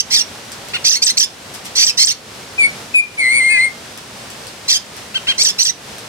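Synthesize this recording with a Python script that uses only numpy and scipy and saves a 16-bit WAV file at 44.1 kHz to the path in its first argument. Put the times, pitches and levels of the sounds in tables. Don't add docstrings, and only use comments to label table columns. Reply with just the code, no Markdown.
import sys
import numpy as np
from scipy import signal
from scipy.fft import rfft, irfft, next_fast_len
from scipy.io import wavfile
from scipy.ndimage import uniform_filter1d, minimum_filter1d, map_coordinates

SR = 44100
rng = np.random.default_rng(int(sys.argv[2]) if len(sys.argv) > 2 else 0)


def dump_mix(stems):
    frames = np.atleast_2d(stems).T
    limited = np.clip(frames, -1, 1)
    pcm = np.round(limited * 32767).astype(np.int16)
    wavfile.write(sys.argv[1], SR, pcm)


N = 268128
TOP_HZ = 15850

# (start [s], grate [s], rise [s], fall [s], sag [s], lift [s],
#   grate pitch [Hz], top [Hz], trough [Hz], final pitch [Hz], relative level [dB],
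#   grate rasp [0-1], grate pattern [cycles])
CHIRPS = [ (-0.1, 0.03959, 0.014964, 0.015287, 0.028253, 0.020897, 2400, 8000, 2604, 3187, -4.5, 0.27, 2),
          (0.101, 0.05221, 0.00533, 0.005791, 0.02595, 0.038956, 4578, 4894, 3472, 2806, -10, 0.81, 5.388),
          (0.839, 0.037143, 0.02602, 0.010862, 0.035766, 0.03883, 2505, 6426, 2687, 4372, -8, 1, 2),
          (1.016, 0.0118, 0.020364, 0.022556, 0.020314, 0.032065, 2689, 8400, 2679, 4107, -7.5, 0.49, 1.3),
          (1.168, 0.006925, 0.016034, 0.01212, 0.021758, 0.03275, 2537, 7900, 2803, 3537, -6, 0.56, 1.1),
          (1.75, 0.09149, 0.015128, 0.01356, 0.03631, 0.012057, 4656, 8132, 2592, 2441, -7.5, 0.89, 3.637),
          (1.969, .066, .03, 0.0083, 0.033, 0.02799, 4321, 8358, 2702, 4420, -5, 0.53, 4),
          (4.677, 0.041455, 0.004813, 0.006385, 0.03078, 0.02438, 4674, 4912, 3077, 3467, -8.5, 0.89, 3.775),
          (5.376, 0.038783, 0.023037, 0.015303, 0.02995, 0.034736, 2300, 8400, 2788, 3553, -9.5, 0.2, 1.629),
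          (5.581, 0.03905, 0.023335, 0.010406, 0.030664, 0.03005, 3050, 8321, 2740, 4006, -7.5, 0.66, 2.099),
          ]
# (frequency [Hz], level [dB])
OPEN_BEAK_DB = [(900, -63), (1750, -13.5), (2500, -6), (3300, -3.5), (4400, 6.5), (6000, 7), (7200, -8.5),
                (8400, -12), (9600, -14), (12000, -18), (15500, -29)]
# (frequency [Hz], density [dB per Hz])
RASP_DB = [(900, -30), (1900, -9.5), (3000, 0.5), (4600, 3.5), (6000, 1), (7500, -6), (9200, -30),
           (11000, -30), (15500, -50)]
# (frequency [Hz], left minus right [dB])
CALL_LEAN_DB = [(1500, -0.5), (2400, 0), (4400, 0.5), (6000, -11), (8200, 14), (15000, 6.5)]
# (frequency [Hz], left lead [rad])
PORT_LEAD_RAD = [(1500, -1.2027), (2120, -0.4186), (2410, -4), (2600, -2.5), (3800, -3.5), (4700, -4.5),
                 (6300, -3.5), (8800, -8), (15000, -13)]
# (frequency [Hz], t60 [s])
ROOM_T60_S = [(3000, 0.23101), (15000, 0.10468)]
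# (frequency [Hz], density [dB per Hz])
HUSH_DB = [(15, -64.5), (25, -33.5), (48, -19), (104, -7.5), (179, -9.5), (222, -7.5), (324, -11.5),
           (460, -9), (1320, -13), (5210, -16.5), (7400, -21), (8470, -21), (15800, -36.5)]
# (frequency [Hz], likeness [-1 to 1])
HUSH_LIKENESS = [(60, 0.9976), (240, 0.91294), (950, 0.31), (3770, 0.2378), (15000, 0.3144)]
# (time [s], relative peak level [dB])
TICKS = [(0.518, -20.5), (0.685, -24.5), (2.349, -30), (3.975, -22.5), (4.302, -24), (4.468, -23),
         (4.966, -24), (5.982, -23.5)]
# (time [s], relative level [dB], length [s])
RUSTLES = [(1.534, -38, 0.02439), (1.643, -38.5, 0.0309)]
# (frequency [Hz], relative level [dB])
CAGE_DB = [(1000, -1.5), (5000, 4.5), (9000, -0.5), (15000, -11)]
# (start [s], length [s], top [Hz], relative level [dB], pattern [cycles])
CHUCKS = [(0.734, 0.03902, 2926, -15.5, 3.757), (5.143, 0.039466, 3194, -16, 2.2872),
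          (5.269, .058, 3278, -12, 3.6)]
# (frequency [Hz], level [dB])
SHUT_BEAK_DB = [(800, -7), (1500, 1.5), (2300, -3.5), (3200, -1), (4300, 1.5), (5500, -14.5), (9000, -13.5),
                (15000, -28)]
# (start [s], length [s], first pitch [Hz], lowest pitch [Hz], relative level [dB])
WHISTLES = [(2.578, 0.097935, 2483, 2207, -7), (2.94, 0.0799, 2546, 2382, 0)]
# (frequency [Hz], level [dB])
WHISTLE_BEAK_DB = [(2700, -2.5), (3100, -19.5), (4300, -20.5), (5000, -36), (7300, -33), (8300, -20.5),
                   (8950, -16.5), (9900, -28), (11500, -46)]
# (frequency [Hz], left minus right [dB])
WHISTLE_LEAN_DB = [(2100, 3), (4300, 1.5), (8600, 10.5), (11000, 12)]
# (time [s], pitch [Hz])
WARBLE = [(3.173, 2333), (3.239, 2062), (3.275, 2033), (3.33, 2184), (3.393, 2197), (3.42, 2054),
          (3.456, 2149), (3.487, 2096), (3.524, 2149), (3.58, 2027), (3.654, 2154), (3.705, 2055)]
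# (start [s], length [s], offset [Hz], peak share [0-1])
BEATS = [(3.18, .115, 124.9, 0.76), (3.305, 0.10646, 119.2, 0.78), (3.487, 0.11187, 389.9, 0.86)]

SCOOP_SHARE, SCOOP_S = 0.22, 0.014
RASP_BUILD_S = 0.008647
FALL_POWER, SAG_POWER, SAG_FROM_HZ = 2.6, 1.9, 3900
LIFT_S = 0.013
WHIP_RASP, TAIL_RASP = 0.2266, 0.42224
DOUBLING_HZ = (2300, 3718.8)
ATTACK_S, RELEASE_S = 0.008714, 0.014157
GRATE_DB, TAIL_DB, TAIL_FADE_DB_PER_S = -12.5, -2, 63
STRAIN_HZ, STRAIN_DB = (6146, 8400), -11
CHUCK_ARCH_SHARE, CHUCK_EDGE_DB, CHUCK_RASP = 0.24, -10.5, 0.1478
TURN_AT, TURN_UP = 0.72, 0.03374
WHISTLE_ATTACK_S, WHISTLE_RELEASE_S = 0.01837, 0.017846
WARBLE_DB, WARBLE_ATTACK_S, WARBLE_RELEASE_S = -9.5, 0.02171, 0.05942


def amp(db):
    return 10 ** (np.asarray(db) / 20)


def unit(x):
    return x / np.sqrt(np.mean(x ** 2) + 1e-20)


def along(points, hz):
    point_hz, values = np.transpose(points)
    return np.interp(np.log(hz + 1), np.log(point_hz + 1), values)


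def add(track, start_s, x):
    start = int(start_s * SR)
    x = x[..., max(0, -start):]
    part = track[..., max(0, start):][..., :x.shape[-1]]
    part += x[..., :part.shape[-1]]


def wobble(n, knots_per_s):
    knots = rng.standard_normal(int(n * knots_per_s / SR) + 4)
    return map_coordinates(knots, [np.arange(n) * knots_per_s / SR])


def cycles(hz):
    return 2 * np.pi * np.cumsum(hz) / SR


def filtered(x, response):
    n = x.shape[-1]
    m = next_fast_len(n + 8192)
    spectrum = rfft(x, m) * response(np.fft.rfftfreq(m, 1 / SR))
    return irfft(spectrum, m)[..., :n]


def noise(shape, colour_db):
    return unit(filtered(rng.standard_normal(shape), lambda hz: amp(along(colour_db, hz))))


def ramp(length_s):
    return np.linspace(0, 1, max(2, int(length_s * SR)))


def gate_db(n, attack_s, release_s):
    t = np.arange(1, n + 1) / SR
    attack = np.minimum(t / attack_s, 1)
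    release = np.minimum(t[::-1] / release_s, 1)
    return 20 * np.log10(attack * release)


def chirp(row):
    (start_s, grate_s, rise_s, fall_s, sag_s, lift_s,
     grate_hz, top_hz, trough_hz, end_hz, db, grate_rasp, grate_pattern) = row
    t = ramp(grate_s) * grate_s
    grate = grate_hz * (1 - SCOOP_SHARE * np.exp(-t / SCOOP_S))
    rise = grate[-1] + (top_hz - grate[-1]) * np.sin(np.pi / 2 * ramp(rise_s)) ** 2
    fall = top_hz + (SAG_FROM_HZ - top_hz) * ramp(fall_s) ** FALL_POWER
    sag = trough_hz + (SAG_FROM_HZ - trough_hz) * (1 - ramp(sag_s)) ** SAG_POWER
    lift = end_hz + (trough_hz - end_hz) * np.exp(-(2 * ramp(lift_s) * lift_s / LIFT_S) ** 2)
    whip, tail = np.r_[rise, fall], np.r_[sag, lift]
    pitch_hz = np.r_[grate, whip, tail]

    grate_db = GRATE_DB * (1 - ramp(grate_s)) ** 2
    whip_db = np.interp(whip, STRAIN_HZ, [0, STRAIN_DB])
    tail_db = TAIL_DB - TAIL_FADE_DB_PER_S * np.arange(len(tail)) / SR
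    level_db = db + np.r_[grate_db, whip_db, tail_db] + gate_db(len(pitch_hz), ATTACK_S, RELEASE_S)

    tail_pattern = np.interp(tail, DOUBLING_HZ, [1, 2])
    pattern = np.r_[np.full(len(t), grate_pattern), np.ones(len(whip)), tail_pattern]
    building_rasp = grate_rasp * (1 - np.exp(-t / RASP_BUILD_S))
    rasp = np.r_[building_rasp, np.full(len(whip), WHIP_RASP), np.full(len(tail), TAIL_RASP)]
    return start_s, uniform_filter1d(np.array([pitch_hz, level_db, pattern, rasp]), size=90)


def syrinx(calls, beak_db, sub_db, slope_db_per_octave, jitter, knots_per_s, flutter_db, air_db):
    out = np.zeros(N)
    for start_s, (pitch_hz, db, pattern, rasp) in calls:
        n = len(pitch_hz)
        rasp, pattern = np.clip(rasp, 0, 1), np.clip(pattern, 1, 4)
        phase = cycles(pitch_hz * (1 + jitter * rasp * wobble(n, knots_per_s)))
        tone, power = np.zeros(n), np.zeros(n)
        for period in range(1, 5):
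            share = 1 if period == 1 else amp(sub_db) * np.clip(1 - abs(pattern - period), 0, 1)
            for k in range(1, 5 * period + 1):
                if period > 1 and k % period == 0:
                    continue
                multiple = k / period
                hz = multiple * pitch_hz
                colour_db = along(beak_db, hz) + slope_db_per_octave * abs(np.log2(multiple))
                gain = share * amp(colour_db) * (hz < TOP_HZ)
                gain = gain * amp(flutter_db * rasp * wobble(n, knots_per_s))
                blur = (hz / 10500) ** 3 * wobble(n, 1800)
                tone += gain * np.sin(multiple * phase + blur + rng.uniform(0, 2 * np.pi))
                power += gain ** 2 / 2
        tone /= np.sqrt(abs(uniform_filter1d(power, size=200)) + 1e-12)
        air = amp(air_db) * rasp * noise(n, RASP_DB)
        add(out, start_s, amp(db) * (tone + air) * signal.windows.tukey(n, .05))
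    return out


def walls(x, near_db, near_t60_s, room_db):
    hz, t, z = signal.stft(rng.standard_normal((2, SR // 3)), SR, nperseg=256)
    decay = amp(-60 * t / along(ROOM_T60_S, hz)[:, None])
    tail = signal.istft(z * decay, SR, nperseg=256)[1]
    t = np.arange(tail.shape[1]) / SR
    near = rng.standard_normal(tail.shape) * amp(-60 * t / near_t60_s) * (t > .001)
    echo = amp(near_db) * unit(near) + amp(room_db) * unit(tail * (t > .006))
    return x + signal.fftconvolve(x, echo / np.sqrt(len(t)), axes=1)[:, :N]


def hush(level_db=-33, patchy_db=1.0957):
    def mid_side(hz):
        angle = np.arccos(np.clip(along(HUSH_LIKENESS, hz), -1, 1)) / 2
        return np.array([np.cos(angle), np.sin(angle)])

    mid, side = filtered(noise((2, N), HUSH_DB), mid_side)
    return amp(level_db + patchy_db * wobble(N, 10)) * unit(np.array([mid + side, mid - side]))


def cage(tick_trim_db=-6, tick_t60_s=0.01175):
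    out, t = np.zeros(N), np.arange(2048) / SR
    for start_s, db in TICKS:
        add(out, start_s, amp(db + tick_trim_db - 60 * t / tick_t60_s) * noise(len(t), CAGE_DB))
    for start_s, db, length_s in RUSTLES:
        n = int(length_s * SR)
        level = amp(db + 2.035 * wobble(n, 311.3))
        add(out, start_s, level * signal.windows.tukey(n, .5) * noise(n, CAGE_DB))
    return out


def chuck(row):
    start_s, length_s, top_hz, db, pattern = row
    edge = abs(2 * ramp(length_s) - 1) ** 2.1
    pitch_hz = top_hz * (1 - CHUCK_ARCH_SHARE * edge)
    return start_s, (pitch_hz, db + CHUCK_EDGE_DB * edge, pattern, CHUCK_RASP)


def short_whistle(row):
    start_s, length_s, first_hz, low_hz, db = row
    pitch_hz = np.interp(ramp(length_s), [0, TURN_AT, 1], [first_hz, low_hz, low_hz * (1 + TURN_UP)])
    level_db = db + gate_db(len(pitch_hz), WHISTLE_ATTACK_S, WHISTLE_RELEASE_S)
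    return start_s, (pitch_hz, level_db, 0, 0)


def warble(taper=0.538):
    times_s, hz = np.transpose(WARBLE)
    t = np.arange(times_s[0], times_s[-1], 1 / SR)
    offset_hz, share = np.zeros((2, len(t)))
    for start_s, length_s, beat_hz, peak in BEATS:
        inside = (t > start_s) & (t < start_s + length_s)
        offset_hz[inside] = beat_hz
        share[inside] = peak * signal.windows.tukey(inside.sum(), taper)
    level_db = WARBLE_DB + gate_db(len(t), WARBLE_ATTACK_S, WARBLE_RELEASE_S)
    return times_s[0], (np.interp(t, times_s, hz), level_db, offset_hz, share)


def whistles(notes, waver=0.006873, shimmer_db=3, brighten=0.884, half_db=-12):
    out = np.zeros((2, N))
    coupling = .2
    for start_s, (pitch_hz, db, offset_hz, share) in notes:
        n = len(pitch_hz)
        phase = cycles(pitch_hz * (1 + waver * wobble(n, 500)))
        beat = np.exp(1j * cycles(offset_hz * (1 + 0.05113 * wobble(n, 137.14))))
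        pair = 1 + share * (beat - coupling / beat)
        size = amp(db) * abs(pair) * np.sqrt(2 / (1 + share ** 2))
        for k in (1, 1.5, 2, 3, 3.5, 4, 4.5, 5):
            colour_db = along(WHISTLE_BEAK_DB, k * pitch_hz) + half_db * (k % 1 > 0)
            effort_db = brighten * (db - db.max())
            colour_db += (k > 1) * (shimmer_db * wobble(n, 38.195) + effort_db)
            lean_db = np.outer([.5, -.5], along(WHISTLE_LEAN_DB, k * pitch_hz))
            add(out, start_s, amp(colour_db + lean_db) * size * np.cos(k * phase + np.angle(pair)))
    return out


def scene():
    chirps = syrinx(map(chirp, CHIRPS), OPEN_BEAK_DB, sub_db=-0.8026, slope_db_per_octave=-0.5,
                    jitter=0.032723, knots_per_s=600, flutter_db=8, air_db=-3)
    chucks = syrinx(map(chuck, CHUCKS), SHUT_BEAK_DB, sub_db=-4.5, slope_db_per_octave=-9.5,
                    jitter=0.01757, knots_per_s=599.07, flutter_db=8, air_db=-0.5)
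    calls = filtered(chirps + chucks, lambda hz: amp(np.outer([.5, -.5], along(CALL_LEAN_DB, hz))))
    calls = walls(calls, near_db=-7, near_t60_s=0.02946, room_db=-15)
    song = whistles([*map(short_whistle, WHISTLES), warble()])
    bird = calls + walls(song, near_db=-36, near_t60_s=0.0468, room_db=-12.5)
    bird = filtered(bird, lambda hz: np.exp(1j * np.outer([.5, -.5], along(PORT_LEAD_RAD, hz))))
    cage_noise = walls(np.array([cage()] * 2), near_db=6.0, near_t60_s=0.00748, room_db=7.5)
    return bird + cage_noise + hush()


def record(dry, ceiling_db=-6, release_db_per_s=21):
    power = abs(uniform_filter1d(dry ** 2, size=200)).max(axis=0)
    over_db = np.maximum(10 * np.log10(power + 1e-12) - ceiling_db, 0)
    recovery_db = release_db_per_s * np.arange(N) / SR
    held_db = np.maximum.accumulate(over_db + recovery_db) - recovery_db
    gain = uniform_filter1d(minimum_filter1d(amp(-held_db), size=201), size=201)
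    return filtered(np.clip(dry * gain, -1, 1), lambda hz: hz < TOP_HZ)


dry = scene()
out = record(dry)
dump_mix(out)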